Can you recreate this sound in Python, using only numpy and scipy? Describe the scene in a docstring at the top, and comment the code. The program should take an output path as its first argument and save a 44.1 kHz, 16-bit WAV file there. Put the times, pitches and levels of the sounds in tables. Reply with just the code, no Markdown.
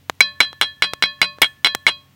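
"""A wooden spoon is rapped nine times on the rim of an iron pot of beans over a campfire.
Each rap is a click with a low thud, bounces and chatter that ring the wood, and beating pot modes.
Burning wood pops (shaped pulses), ticks (random small pops) and once spits gas (a noise burst).
Filtered noise makes quiet outdoor air, wavering sines a faint low hum; the loudest peaks clip."""
import sys
import numpy as np
from scipy import signal
from scipy.fft import rfft, irfft
from scipy.io import wavfile

SR = 44100
rng = np.random.default_rng(int(sys.argv[2]) if len(sys.argv) > 2 else 0)


def pcm_store(signal):
    """Save signal as 16-bit PCM."""
    levels = np.round(np.clip(np.atleast_2d(signal), -1, 1) * 32767)
    wavfile.write(sys.argv[1], SR, levels.astype(np.int16).T)


N = 94815

# outdoor air spectrum, relative: freq_hz, density_db
AIR_SPECTRUM = [(20, -39), (45, -18), (85, -2), (170, -7), (330, -16.5), (700, -20.5), (1500, -21.5),
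                (3000, -21.5), (6000, -28), (10000, -33.5), (16000, -27)]
# hum lines: freq_hz, level_db
HUM_LINES = [(91, -59.5), (137, -61), (228, -80), (273, -68.5)]
# wood pops; the treble falls above the corner, or rises if the slope is negative:
# start_s, level_db, corner_hz, slope_db_per_octave, thump_db, swing_hz
FIRE_POPS = [(0.0978, -2.5, 2800, 12.5, 0, 1320), (0.152, -41, 5960, 4, -8, 2000),
             (0.53, -21.5, 1860, 10.5, -2, 1210), (0.9355, -2, 4400, 13.5, -2.5, 730),
             (1.192, -41, 4120, 18, 6.5, 2000), (1.3857, -26, 1550, 12, -18, 1230),
             (1.4178, 17.5, 3940, 4, -12.5, 724), (1.7495, 6.5, 2200, 5.5, -3, 1135),
             (1.8300, -40, 8000, -10.5, -2.5, 2000)]
# jet of gas from the log: level_db, t60_s, centre_hz, width_hz
GAS_SPIT = (-14, 0.03, 13008.5, 3001.5)
# raps, levels relative: start_s, knock_db, wood_db, chatter_db, thud_db,
# pot_group_a_db, pot_group_b_db, pot_group_c_db, pot_group_d_db
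SPOON_RAPS = [(0.2059, 13, 2.5, -15, 9.5, -3.5, 3.5, -7.5, 0),
              (0.4041, 5.5, -2, 0, 4.5, -10.5, 0, -5.5, -1.5),
              (0.6131, 8, 1, -0.5, -4.5, -13.5, 0.5, -3, -7),
              (.8226, -1, -5.5, -0.5, -10, -4.5, -2, -5, -6),
              (1.0245, 2.5, -6.5, -14.5, -4, -3.5, 2, -3.5, -3.5),
              (1.2163, 9, -4.5, -2.5, -15.5, 0, -5, -12, -4.5),
              (1.4204, 12, 0.5, 2, -10.5, -15.5, -4.5, 1, -8.5),
              (1.6464, 5.5, -1.5, -0.5, -7.5, -6, 2, -2.5, -2),
              (1.8667, -3, -5.5, 3, -22.5, -7.5, -19.5, -4.5, -7)]
# spoon bouncing back on the rim, relative: start_s, level_db
RIM_BOUNCES = [(.4120, -3.5), (0.4341, -25), (0.622, -2.5), (.6318, -12), (0.8365, -9.5), (.8482, -19),
               (0.8578, -23), (1.0380, -4.5), (1.058, -18.5), (1.2274, -15), (1.2288, -6), (1.2417, -13),
               (1.2479, -16), (1.2551, -23.5), (1.4297, -0.5), (1.4342, -1.5), (1.4392, -15.5),
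               (1.4431, -19), (1.6563, -15.5), (1.6601, -5.5), (1.6706, -0.5), (1.6748, -14), (1.8782, -10),
               (1.8865, -10), (1.8916, -11)]
# spoon modes before the grip's scatter: freq_hz, level_db, t60_s
SPOON_MODES = [(691, -17, 0.014), (1560, -14, 0.047), (1775, -12.5, 0.022), (2232, -2, 0.031),
               (2889, -6, 0.023), (3475, -6, .025), (9440, -24.5, 0.0087)]
# contact click spectrum, relative: freq_hz, density_db
CLICK_SPECTRUM = [(30, -17.5), (150, -11.5), (300, -0.5), (480, -4.5), (700, 6), (1300, 5.5), (2200, 10),
                  (3800, 2), (5500, -9.5), (9500, -6), (11000, -16.5), (16000, -33)]
# pot modes; a group answers alike to the spot struck, the twin level is relative to its mode:
# freq_hz, level_db, t60_s, twin_split_hz, twin_db, group
POT_MODES = [(187.2, -36, 0.3, 2.6, -18.5, "A"), (590, -39, 0.47, 3.3, -21.5, "A"),
             (1093, -31, 0.48, 1.2, -12.5, "A"), (1742, -29, .45, 8.5, -3, "B"),
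             (2501.5, -18.5, 0.25, 4, -24, "A"), (3267.4, -11, 0.24, 1.3, -40.5, "C"),
             (4035, -9, .21, 0.86, -18.5, "D"), (4726, -21, .18, 15, -4, "A"),
             (5398, -17.5, 0.1, 1.6, -29.5, "D"), (5980, -27, .1, 3.7, -12.5, "D")]
# scatter from ground and trees, level before scaling by bandwidth: low_hz, high_hz, level_db, t60_s
NEAR_SCATTER = [(100, 1500, -19, .035), (1500, 6000, -19, .035), (6000, 16000, -14, .055)]
FAR_SCATTER = [(100, 1500, -41, .4), (1500, 6000, -43, .4), (6000, 16000, -34, .35)]

AIR_DB = -57
HUM_WAVER = 0.14  # rms level swing as a fraction, rms phase drift in radians

THUMP_DB, THUMP_HZ, THUMP_T60_S = -28.5, 125, 0.037
POP_LOW_HZ = 60.5
POP_SPLIT_DB = -6  # the air swings back half a cycle after the burst
POP_GROUND_S, POP_GROUND_DB = 0.0024, -17.5
POP_SCATTER_DB, POP_SCATTER_T60_S = -6, 0.014
SPIT_START_S = 1.4192
TICKS_PER_S, TICKS_DB, TICKS_SPREAD_DB = 31, -55, -7.5

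CLICK_DB, BOUNCE_CLICK_DB, BOUNCE_SPOON_DB = 2, 0.5, -12
THUD_DB, THUD_HZ, THUD_T60_S = -29.5, 45, 0.029
GRIP_DETUNE, GRIP_SPREAD_DB = 0.012, 5.5  # detune is a fraction of pitch
CHATTER_PER_S, CHATTER_DB, CHATTER_SPREAD_DB = 410, -13.5, 4.5
CHATTER_START_S, CHATTER_HOLD_S, CHATTER_FALL_DB_PER_S = 0.0078, 0.021, 846.5
SOFT_CONTACT_HZ = 10100  # light chatter is duller than a full blow

RING_RISE_S = 0.001
BEAT_CREST_S, BEAT_SPREAD_RAD = 0.075, 0.5
RETOUCH_DB = 25.5  # each new rap damps the ring of the one before
# the spoon rests on the rim and chokes the high ring
CHOKE_START_S, CHOKE_LENGTH_S, CHOKE_DB, CHOKE_ABOVE_HZ = 1.468, 0.02, 16.5, 2800

CLIP_LEVEL, EDGE_HZ = 0.99, 16200


def amp(db):
    """Decibels to gain."""
    return 10 ** (np.asarray(db) / 20)


def unit(x):
    """Scales to rms 1."""
    return x / np.sqrt(np.mean(x ** 2) + 1e-20)


def read(points, hz):
    """Reads a spectrum on a log-frequency axis."""
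    f, db = np.transpose(points)
    return np.interp(np.log(hz + 1), np.log(f + 1), db)


def fade(t, t60_s):
    """Exponential decay, 60 dB in t60_s."""
    return np.exp(-np.log(1000) * t / max(t60_s, 1e-4))


def add(mix, start_s, sound):
    """Mixes a sound in at a time."""
    part = mix[max(round(start_s * SR), 0):][:len(sound)]
    part += sound[:len(part)]


def through(x, response):
    """Convolves and keeps the scene's length."""
    return signal.fftconvolve(x, response)[:N]


def band(x, lo_hz, hi_hz):
    """Band-pass."""
    sos = signal.butter(2, [lo_hz, min(hi_hz, SR / 2 - 1)], "band", fs=SR, output="sos")
    return signal.sosfilt(sos, x)


def pulse(colour, size=4096):
    """Causal minimum-phase pulse of peak 1 whose spectrum is colour(Hz) in relative dB."""
    hz = abs(np.fft.fftfreq(size, 1 / SR))
    log_gain = np.log(amp(np.maximum(colour(hz), -100)))
    spectrum = np.exp(np.conj(signal.hilbert(log_gain)))
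    h = np.fft.ifft(spectrum).real[:size // 2]
    return h / abs(h).max()


def thud(hz, t60_s):
    """A short low push of air: a decaying sine."""
    t = np.arange(SR // 8) / SR
    return fade(t, t60_s) * np.sin(2 * np.pi * hz * t)


def shaped_noise(gain):
    """Noise of rms 1 with the given gain per frequency bin."""
    return unit(irfft(rfft(rng.standard_normal(N)) * gain, N))


def air():
    """Quiet outdoor air: steady noise with a fixed spectrum."""
    hz = np.fft.rfftfreq(N, 1 / SR)
    return amp(AIR_DB) * shaped_noise(amp(read(AIR_SPECTRUM, hz)))


def hum():
    """Low sines, each wavering slowly in level and phase."""
    t = np.arange(N) / SR
    slow = np.exp(-(np.fft.rfftfreq(N, 1 / SR) / 6) ** 2)
    out = np.zeros(N)
    for line_hz, level_db in HUM_LINES:
        swell, drift = shaped_noise(slow), shaped_noise(slow)
        tone = np.sin(2 * np.pi * line_hz * t + HUM_WAVER * drift)
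        out += amp(level_db) * unit((1 + HUM_WAVER * swell) * tone)
    return out


def pop(level_db, corner_hz, slope_db, thump_db, swing_hz):
    """A pocket in the wood bursts: a sharp double pulse, its ground echo, a short scatter and a puff."""
    def colour(hz):
        treble_db = -slope_db / 2 * np.log2(1 + (hz / corner_hz) ** 2)
        low_cut_db = -20 * np.log10(1 + (POP_LOW_HZ / (hz + 1)) ** 2)
        return treble_db + low_cut_db

    crack = pulse(colour, size=8192)
    t = np.arange(len(crack)) / SR
    paths = rng.standard_normal(len(t)) * fade(t, POP_SCATTER_T60_S)
    paths *= amp(POP_SCATTER_DB) / np.linalg.norm(paths)
    add(paths, 0, np.ones(1))
    add(paths, 0.5 / swing_hz, -amp([POP_SPLIT_DB]))
    add(paths, POP_GROUND_S, amp([POP_GROUND_DB]))
    burst = signal.fftconvolve(crack, paths)
    add(burst, 0, amp(THUMP_DB + thump_db) * thud(THUMP_HZ, THUMP_T60_S))
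    return amp(level_db) * burst


def spit():
    """A jet of gas from the log: a decaying burst of band noise."""
    level_db, t60_s, centre_hz, width_hz = GAS_SPIT
    t = np.arange(SR // 20) / SR
    hiss = band(rng.standard_normal(len(t)), centre_hz - width_hz / 2, centre_hz + width_hz / 2)
    return amp(level_db) * fade(t, t60_s) * unit(hiss)


def ticks():
    """Tiny pops of one shape at random times and levels."""
    struck = rng.random(N) < TICKS_PER_S / SR
    level_db = TICKS_DB + TICKS_SPREAD_DB * np.minimum(rng.exponential(1, N), 3)
    tick = pop(0, corner_hz=7000, slope_db=0.5, thump_db=-23, swing_hz=2000)
    return through(struck * amp(level_db), tick)


def fire():
    """Pops of burning wood, one spit of gas and a sprinkle of ticks."""
    out = ticks()
    for start_s, *shape in FIRE_POPS:
        add(out, start_s, pop(*shape))
    add(out, SPIT_START_S, spit())
    return out


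def wood():
    """Decaying modes of the spoon; the grip shifts their pitch and level at random."""
    t = np.arange(SR // 8) / SR
    out = np.zeros(len(t))
    for hz, level_db, t60_s in SPOON_MODES:
        level_shift, pitch_shift = rng.standard_normal(2)
        tone = np.sin(2 * np.pi * hz * (1 + GRIP_DETUNE * pitch_shift) * t)
        out += amp(level_db + GRIP_SPREAD_DB * level_shift) * fade(t, t60_s) * tone
    return out


def add_chatter(mix, start_s, chatter_db):
    """Adds 48 light contacts of random gap, size and sign, dying away after a hold."""
    delays_s = CHATTER_START_S + np.cumsum(2 * rng.random(48)) / CHATTER_PER_S
    for delay_s, size in zip(delays_s, rng.standard_normal(48)):
        fall_db = CHATTER_FALL_DB_PER_S * max(delay_s - CHATTER_HOLD_S, 0)
        level_db = CHATTER_DB + chatter_db - fall_db + CHATTER_SPREAD_DB * size
        add(mix, start_s + delay_s, rng.choice([-1, 1]) * amp([level_db]))


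def spoon():
    """Each rap, its bounces and the dying chatter click and ring the wood."""
    blows, rattle, chatter, body = np.zeros((4, N))
    for start_s, knock_db, wood_db, chatter_db, thud_db, *_ in SPOON_RAPS:
        add(blows, start_s, amp([knock_db]))
        add(body, start_s, amp(wood_db) * wood())
        add(body, start_s, amp(THUD_DB + thud_db) * thud(THUD_HZ, THUD_T60_S))
        add_chatter(chatter, start_s, chatter_db)
    for start_s, level_db in RIM_BOUNCES:
        add(rattle, start_s, amp([level_db]))
        add(body, start_s, amp(level_db + BOUNCE_SPOON_DB) * wood())
    chatter = band(chatter, lo_hz=181, hi_hz=SOFT_CONTACT_HZ)
    contacts = amp(CLICK_DB) * blows + amp(BOUNCE_CLICK_DB) * (rattle + chatter)
    clicks = through(contacts, pulse(lambda hz: read(CLICK_SPECTRUM, hz)))
    chatter_ring = amp(BOUNCE_SPOON_DB) * through(chatter, wood())
    return body + chatter_ring + clicks


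def pot():
    """The iron rings in beating pairs of modes; their balance shifts with the spot struck."""
    t = np.arange(SR * 3 // 4) / SR
    out = np.zeros(N)
    next_starts_s = [row[0] for row in SPOON_RAPS[1:]] + [np.inf]
    for (start_s, _, _, _, _, *group_db), next_s in zip(SPOON_RAPS, next_starts_s):
        scene_s = start_s + t
        choke_depth = np.clip((scene_s - CHOKE_START_S) / CHOKE_LENGTH_S, 0, 1)
        choke = amp(-CHOKE_DB * choke_depth * (start_s < CHOKE_START_S))  # only earlier raps
        retouch = amp(-RETOUCH_DB * np.clip((scene_s - next_s) / RING_RISE_S, 0, 1))
        gate = np.minimum(t / RING_RISE_S, 1) * retouch
        for hz, level_db, t60_s, split_hz, twin_db, group in POT_MODES:
            phase = 2 * np.pi * (hz * t + rng.random())
            beat = 2 * np.pi * split_hz * (t - BEAT_CREST_S) + BEAT_SPREAD_RAD * rng.standard_normal()
            pair = np.sin(phase) + amp(twin_db) * np.sin(phase + beat)
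            ring_db = level_db + group_db["ABCD".index(group)]
            ring = amp(ring_db) * pair * fade(t, t60_s) * gate
            add(out, start_s, ring * choke if hz > CHOKE_ABOVE_HZ else ring)
    return out


def scatter(x, bands):
    """Diffuse reflections: decaying noise, each band with its own level and decay."""
    t = np.arange(SR // 2) / SR
    tail = np.zeros(len(t))
    for lo_hz, hi_hz, level_db, t60_s in bands:
        h = band(rng.standard_normal(len(t)), lo_hz, hi_hz)
        h *= fade(t, t60_s) * np.minimum(t / 0.0015, 1)
        share = np.sqrt(abs(hi_hz - lo_hz) / (SR / 2))
        tail += amp(level_db) * share * h / np.linalg.norm(h)
    return through(x, tail)


def scene():
    """Spoon, pot and fire with outdoor scatter, over air and hum."""
    knocks = spoon()
    close = knocks + scatter(knocks, NEAR_SCATTER) + pot() + fire()
    return (close + scatter(close, FAR_SCATTER) + air() + hum())[None]


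def record(dry):
    """The microphone overloads: the loudest peaks clip; then a low-pass sets the band limit."""
    clipped = np.clip(dry, -CLIP_LEVEL, CLIP_LEVEL)
    low_pass = signal.firwin(255, EDGE_HZ, window=("kaiser", 9), fs=SR)
    return signal.oaconvolve(clipped, low_pass[None], "same")


dry = scene()
out = record(dry)
pcm_store(out)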